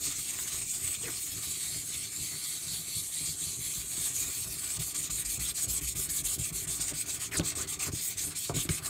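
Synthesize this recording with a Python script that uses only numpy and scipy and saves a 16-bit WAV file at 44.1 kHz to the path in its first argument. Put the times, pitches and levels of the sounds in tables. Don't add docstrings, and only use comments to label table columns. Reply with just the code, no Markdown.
import sys
import numpy as np
from scipy import signal
from scipy.fft import rfft, irfft
from scipy.io import wavfile
from scipy.ndimage import uniform_filter1d

SR = 44100
rng = np.random.default_rng(int(sys.argv[2]) if len(sys.argv) > 2 else 0)


def voltage_ratio(decibels):
    exponent = np.asarray(decibels, float) / 20
    return 10 ** exponent


def unload_wav(signal):
    wavfile.write(
        sys.argv[1],
        SR,
        np.round(np.clip(np.atleast_2d(signal).T, -1, 1) * 32767).astype(np.int16),
    )


N = 392034


def evened(x):
    return x / np.sqrt(np.mean(x ** 2) + 1e-20)


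def read(points, hz):
    f, value = np.transpose(points)
    return np.interp(np.log(hz + 1), np.log(f + 1), value)


def add(mix, s, sound):
    part = mix[round(s * SR):][:len(sound)]
    part += sound[:len(part)]


def blurred(shape, size):
    z = rng.standard_normal(shape)
    for axis, n in enumerate(size):
        for _ in range(2):
            z = uniform_filter1d(z, n, axis)
    return evened(z)


def clicks(per_s, spread_db):
    chance, size, sign = rng.random((3, N))
    heights = voltage_ratio(spread_db * np.minimum(-np.log(size + 1e-9), 5))
    return evened((chance < per_s / SR) * heights * np.sign(sign - 0.5))


def ring(hz, t60, rise=0.0026, length=0.4):
    t = np.arange(0, length, 1 / SR)
    return voltage_ratio(-60 * t / t60) * np.sin(2 * np.pi * hz * t) * (1 - np.exp(-t / rise))


# (turn [s], drop at the turn [dB],
# rasp level [dB], lean on the holder [dB], skim over the grit tips [dB])
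FAR_CIRCLES = [(0.0, 10, -32.5, 1.5, -1), (0.143, 5.5, -35.0, -3, -3.5), (0.24, 3.0, -34.5, -0.5, -1.5),
               (0.387, 5.5, -29.5, -4, 1.5), (0.465, 10, -34, 1.5, -3), (0.66, 6, -31, -15.5, -3.5),
               (0.73, 5, -36.5, 2, 1.5), (0.836, 6, -31, -4, -3), (1.013, 9, -37, 4, -1.5),
               (1.186, 4, -36.5, -6.5, 2.5), (1.288, 5, -36.5, 0.5, 0.5), (1.413, 6, -35.0, -2, 1.5)]
MID_CIRCLES = [(1.567, 6, -36, -1, 0), (1.847, 7.6, -37.0, 0.5, 1), (2.099, 7.9, -35.5, -3, -0.5),
               (2.316, 3.9, -39.5, 3.5, 1.5), (2.448, 2.9, -36.5, 0, 3), (2.616, 6, -38.5, 1, -1),
               (2.698, 2.2, -38.0, 0, 2.5), (2.845, 6.4, -39.5, 1, 1), (2.948, 0.99, -37.5, -3, 3),
               (3.097, 8.6, -35, -3, -0.5), (3.372, 9.7, -33.5, -4, -1.5), (3.584, 9.7, -33, -3.5, 1.0),
               (3.723, 4.9, -34.5, -4, 1), (3.873, 10.5, -31, -3.5, 1.5), (3.982, 8.3, -30.5, -3.5, 1),
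               (4.133, 10, -32, -0.5, 1.5), (4.235, 2, -33.5, 1.5, 0), (4.308, 6.2, -35.5, -2, 2.5)]
LONG_STROKES = [(4.467, 9.7, -40.5, 4, 5), (4.634, 3.5, -35.5, 0, -1.5), (4.786, 30, -38, 3, 4),
                (4.939, 18.0, -34, -0.5, -1.0), (5.095, 25, -35.5, 0.5, 2.5), (5.242, 17, -33.5, -4, -0.5),
                (5.39, 22.0, -36, 0.5, 2), (5.536, 27.0, -33, -2, 0), (5.675, 21, -34, 0, 3),
                (5.806, 27, -33, -2.5, 0.5), (5.946, 25, -34, -2.0, 2), (6.086, 18, -34, -3.0, 2.5),
                (6.231, 23, -33.5, 0, 2), (6.38, 30.0, -34, -3, -0.5), (6.519, 37, -36.5, 0, 2),
                (6.666, 44, -34.5, 0, -0.5), (6.797, 12, -30.5, -2.5, -4.5), (6.931, 31, -37.5, 2.5, -0.5),
                (7.055, 17, -36, 5, -0.5), (7.192, 15.0, -33.5, -1, -1.5)]
END_STROKES = [(7.308, 65, -35.5, 11, 3), (7.427, 29.0, -30.5, -1.5, -3.5), (7.547, 68, -33.5, 6, -0.5),
               (7.668, 40.0, -32, -2, -3), (7.786, 39.0, -32.5, 4.5, -1), (7.913, 39.0, -35.5, -0.5, -4.5),
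               (8.035, 0.7, -33.5, -2.5, 3.0), (8.167, 17, -33, 1, -1.5), (8.347, 23, -35.5, -4, -1),
               (8.536, 29, -31.5, 2, 1), (8.684, 56, -35, 1.5, 1.5), (8.818, 17, -39, 10.5, 3.5)]


def strokes(t):
    s, _, *controls = np.transpose(FAR_CIRCLES + MID_CIRCLES + LONG_STROKES + END_STROKES)
    lengths = np.diff(s, append=N / SR)
    settle = 0.2
    held = np.ravel([s + settle * lengths, s + (1 - settle) * lengths], "F")
    return [np.interp(t, held, np.repeat(c, repeats=2)) for c in controls]


# (slowing [s], picking up [s])
TURNING = [
    (0.079, 0.019),
    (0.059, 0.067),
    (0.019, 0.012),
    (0.049, 0.017),
]


def slowing_db(t):
    out = np.zeros(len(t))
    for passage, (before, after) in zip((FAR_CIRCLES, MID_CIRCLES, LONG_STROKES, END_STROKES), TURNING):
        for s, drop_db, *_ in passage:
            moving = np.tanh(np.maximum(s + 0.00088 - t, 0) / before) ** 2.68
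            freed = np.exp(-np.maximum(t - s - 0.002, 0) / after)
            depth = 1 - voltage_ratio(2 * (2.6 - abs(drop_db)))
            out += 10 * np.log10(1 - depth * (1 - moving) * freed + 1e-6)
    return out


# (time [s], closeness to mid plate [0-1])
MIDDLE = [
    (0, 0.45),
    (1.2, 0.06),
    (1.6, 0.88),
    (3.6, 1),
    (4.2, 0.4),
    (6.6, 0.55),
    (7.0, 0.26),
    (8.89, 0.54),
]


def mid_plate(t):
    middle = np.interp(t, *np.transpose(MIDDLE))
    return middle, middle * (t < LONG_STROKES[0][0])


# (frequency [Hz], level [dB per Hz])
GRIT = [(260, -56), (450, -40), (979, -24.5), (1220, -24.5), (1680, -21), (2330, -8), (2870, -14),
        (4230, -8), (5540, -12), (8290, 2), (9340, -5.5), (15100, -11), (16000, -43)]
# (frequency [Hz], width [Hz], level [dB], extra level with the block at mid plate [dB])
PLATE = [(704.4, 116, 15.5, -2), (1170, 102, 14, -2.5), (1491, 50, 13.5, -6.5), (1778, 16, 14, 5),
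         (2130, 82, -5, 6), (2450, 69, -2, -8.5), (3420, 630, 1, 2), (3970, 120, -8.5, 17),
         (4400, 260, -0.5, 8), (5010, 120, -3.5, 1.5), (5230, 140, 8, -7), (6260, 250, 4, -2),
         (6805, 335, 8, -5), (7540, 147, 2, 3.5), (7730, 110, -5.5, -6), (7980, 330, 3, -1.5),
         (8570, 130, 3.5, -4.5), (10480, 450, -7.5, 8), (14000, 1300, 1.5, -11.5), (15620, 440, 21, -14)]


def grit_colour(hz, middle):
    field = read(GRIT, hz)[:, None]
    for f, width, db, more_db in PLATE:
        field = field + (db + more_db * middle) / (1 + (2 * (hz[:, None] - f) / width) ** 2)
    return field


def rasp():
    fine = np.arange(0, N / SR, 0.001)
    loss_db = uniform_filter1d(slowing_db(fine), size=7)
    drive = clicks(14000, 2.04) * voltage_ratio(0.69 * np.interp(np.arange(N) / SR, fine, loss_db))
    hz, t, z = signal.stft(drive, SR, nperseg=512, noverlap=448)
    level, lean, skim = strokes(t)
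    middle, circling = mid_plate(t)

    field = grit_colour(hz, middle)
    bright = (hz > 5500) & (hz < 10000)
    field += level - 10 * np.log10(np.sum(voltage_ratio(2 * field)[bright], 0) / len(hz))

    plate = -(middle - 0.4) + 0.28 * lean - 0.14 * (level + 35)
    plate += circling * (np.interp(t - 0.012, fine, loss_db) + 2.63)
    for share, edges in ((lean + 1.7, [300, 400, 1460, 2310]),
                         (plate, [1660, 2130, 5500, 6500]),
                         (skim + 0.1, [9050, 9700, 20000, 21000])):
        field += np.interp(hz, edges, [0, 1, 1, 0])[:, None] * share

    tilt = read([(700, -0.75), (2000, -0.37), (7000, 0.43), (14000, 0.97)], hz)[:, None]
    field += tilt * np.interp(t, fine, loss_db) * (1 - 0.54 * circling)

    field += 1.9 * blurred(z.shape, size=(2, 60))
    field += 1.5 * blurred(z.shape, size=(6, 20))
    calm = 1 - 0.6 * circling
    field += calm * 1.6 * blurred((len(t),), size=(12,))
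    field += calm * 1.64 * blurred(z.shape, size=(36, 14))
    return voltage_ratio(-1.32) * signal.istft(z * voltage_ratio(field), SR, nperseg=512, noverlap=448)[1][:N]


# (frequency [Hz], level [dB], t60 [s])
TABLE = [(54.8, -8.5, 0.41), (87.7, 2, 0.13), (114.2, 2.5, .16), (150, -1.5, 0.24), (296.5, 0.5, 0.11),
         (333.7, 0, 0.056), (377.2, -1, 0.092), (494, -10, 0.087), (638, -10.5, 0.092)]
# (time [s], peak level [dB], lowest mode [dB])
PUSHES = [(0.53, -50, -12), (1.271, -52, -20), (1.549, -61, -22), (1.721, -50, -19), (2.201, -48.5, -20),
          (2.714, -47, -26), (2.949, -46, -15), (3.209, -46, -20), (3.288, -46, -23), (3.572, -48, -12),
          (4.471, -45, -8), (4.531, -55, -12), (3.465, -42.5, -25), (3.756, -44, -7), (3.975, -40, -26),
          (4.279, -50, -20), (4.781, -42.5, -8), (5.094, -44.5, -3), (5.24, -52, 5.5), (5.377, -42, -3.5),
          (5.674, -38, -6), (5.812, -39.5, -4), (5.954, -42, -8), (6.091, -52, -2), (6.221, -50, 1.5),
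          (6.376, -35.5, -20), (6.514, -43, -6), (6.668, -41.5, -9), (6.788, -45.5, -7), (8.156, -48, -17)]
# (time [s], peak level [dB], upper modes [dB])
BUMPS = [(1.055, -45, -11), (6.919, -38, -8.5), (7.308, -50, -14), (7.344, -48, 5), (7.368, -37, -14),
         (7.394, -23.5, -6.5), (7.429, -36, -25), (7.867, -39.5, -16), (7.883, -36, -2), (7.932, -36, -9),
         (8.495, -30.5, -9), (8.544, -36, -1), (8.562, -30.5, -5.5), (8.653, -39.5, -6),
         (8.69, -24.5, -11.5), (8.718, -45, -10), (8.819, -45, -13)]


def thumps():
    out = np.zeros(N)
    # (time, peak dB, lowest dB, second dB, upper dB, share of the free decay); the clamp damps a bump
    blows = [(s, db, low_db, -4, -17, 0.77) for s, db, low_db in PUSHES]
    blows += [(s, db, -33, -12, upper_db, 0.46) for s, db, upper_db in BUMPS]
    detunes = rng.uniform(0.847, 1.13, (len(blows), len(TABLE)))
    for (s, db, low_db, second_db, upper_db, free), detune in zip(blows, detunes):
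        shares = np.repeat([low_db + 17.0, second_db, -3, upper_db + 2.5], repeats=[1, 1, 2, 5])
        for (hz, mode_db, t60), share_db, k in zip(TABLE, shares, detune):
            mode = ring(hz * k, free * t60, 0.002 + 45 / hz ** 2)
            add(out, s, voltage_ratio(db + 5.0 + mode_db + share_db) * mode)
    return out


# (time [s], snap level [dB], snap top [Hz], ring level [dB], ring frequency [Hz], t60 [s])
KNOCKS = [
    (0.388, -31, 3000, -34, 1630, 0.036),
    (7.397, -18, 7000, -24, 560, 0.039),
    (8.496, -28.5, 2000, -21.5, 688, 0.079),
    (8.6906, -19.5, 7900, -17, 2225, 0.024),
]


def knocks():
    out, t = np.zeros(N), np.arange(400) / SR
    for s, snap_db, top_hz, db, hz, t60 in KNOCKS:
        band = signal.butter(2, [0.15 * top_hz, top_hz], "band", fs=SR, output="sos")
        snap = signal.sosfilt(band, rng.standard_normal(400))
        add(out, s, voltage_ratio(snap_db - 3 - 60 * t / 0.0085) * evened(snap))
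        add(out, s, voltage_ratio(db - 9) * ring(hz, 1.2 * t60, 0.00035))
        ratios = np.sort(np.geomspace(0.55, 2.2, num=16) * rng.uniform(1.0, 1.04, size=16))
        for k in ratios:
            add(out, s, voltage_ratio(db - 19.5) * rng.choice([-1, 1]) * ring(k * hz, t60 / k, 4e-4))
    return out


# (start [s], end [s], level [dB], first [Hz], last [Hz])
GRATES = [(1.012, 1.107, -46, 3400, 1500), (7.309, 7.373, -39, 2850, 1330),
          (7.367, 7.393, -28.5, 9300, 6800), (7.605, 7.63, -33.5, 8400, 7200),
          (0.03, 0.097, -43, 5300, 4900), (7.34, 7.395, -41, 4800, 4000), (7.79, 7.87, -44.5, 2500, 2400),
          (8.545, 8.64, -41.5, 3800, 3400), (1.03, 1.12, -46.5, 490, 305), (8.497, 8.535, -47, 1300, 710),
          (6.905, 6.94, -51, 830, 500), (7.4, 7.45, -53, 860, 600), (7.335, 7.37, -49, 2200, 2600),
          (7.4, 7.42, -42, 4200, 3000), (8.695, 8.76, -47, 2300, 2200)]


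def grates():
    out = np.zeros(N)
    for start, end, db, first_hz, last_hz in GRATES:
        n = round((end - start) * SR)
        turn = np.exp(2j * np.pi * np.cumsum(np.geomspace(first_hz, last_hz, n)) / SR)
        b, a = signal.butter(2, 0.13 * first_hz, fs=SR)
        band = (turn * signal.lfilter(b, a, clicks(6700, 0.91)[:n] / turn)).real
        add(out, start, voltage_ratio(db) * evened(band) * signal.windows.tukey(n, 0.4))
    return out


def shake():
    t, drag = np.arange(N) / SR, clicks(300, 3.0)
    rasp_db, lean, _ = strokes(t)
    middle, circling = mid_plate(t)
    modes = []
    for hz, db, t60 in TABLE:
        modes.append(voltage_ratio(db) * evened(signal.oaconvolve(drag, ring(hz, t60))[:N]))

    coarse = t[::64]
    loss_db = np.interp(t - 0.03, coarse, np.maximum(slowing_db(coarse), -12))
    level_db = -54.5 + 0.3 * lean + 0.41 * (rasp_db + 39.5)
    level_db += (0.11 + 0.65 * circling) * loss_db
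    level_db += 2 * blurred((N,), size=(2000,))
    level = voltage_ratio(level_db)
    judder = np.exp(-(t[:SR // 4] / 0.038) ** 2)
    for s, db, _ in PUSHES + BUMPS:
        add(level, s, voltage_ratio(db - 6) * judder)

    upper = voltage_ratio(-59 + 0.69 * (rasp_db + lean + 34.5)) * (level / voltage_ratio(-56.5)) ** 0.52
    low_modes = sum(modes[:3]) + voltage_ratio(5.1 * middle) * modes[3]
    return level * evened(low_modes) + upper * evened(sum(modes[4:]))


# (frequency [Hz], level [dB per Hz])
ROOM = [
    (30, 2),
    (200, 4.5),
    (1000, -23.5),
    (16000, -12.5),
]


def room():
    hz = np.fft.rfftfreq(N, 1 / SR)
    air = irfft(rfft(rng.standard_normal(N)) * voltage_ratio(read(ROOM, hz)), N)
    return voltage_ratio(-56.5) * evened(air)


def walls(near):
    t = np.arange(0.004, 0.25, 1 / SR)
    tail = np.r_[np.zeros(176), rng.standard_normal(len(t)) * voltage_ratio(-60 * t / 0.25)]
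    return voltage_ratio(-18) * signal.oaconvolve(near, tail / np.linalg.norm(tail))[:N]


def scene():
    near = rasp() + thumps() + knocks() + grates()
    return np.tile(near + walls(near) + shake() + room(), (2, 1))


def band_limit(x):
    return signal.sosfilt(signal.butter(12, 16560, fs=SR, output="sos"), x)


def record(dry):
    cut = signal.sosfilt(signal.butter(4, 40, "high", fs=SR, output="sos"), dry)
    edge = signal.firwin(801, 15780, window=("kaiser", 9), fs=SR)
    mix = signal.oaconvolve(cut, edge[None], "same")
    return band_limit(mix)


dry = scene()
out = record(dry)
unload_wav(out)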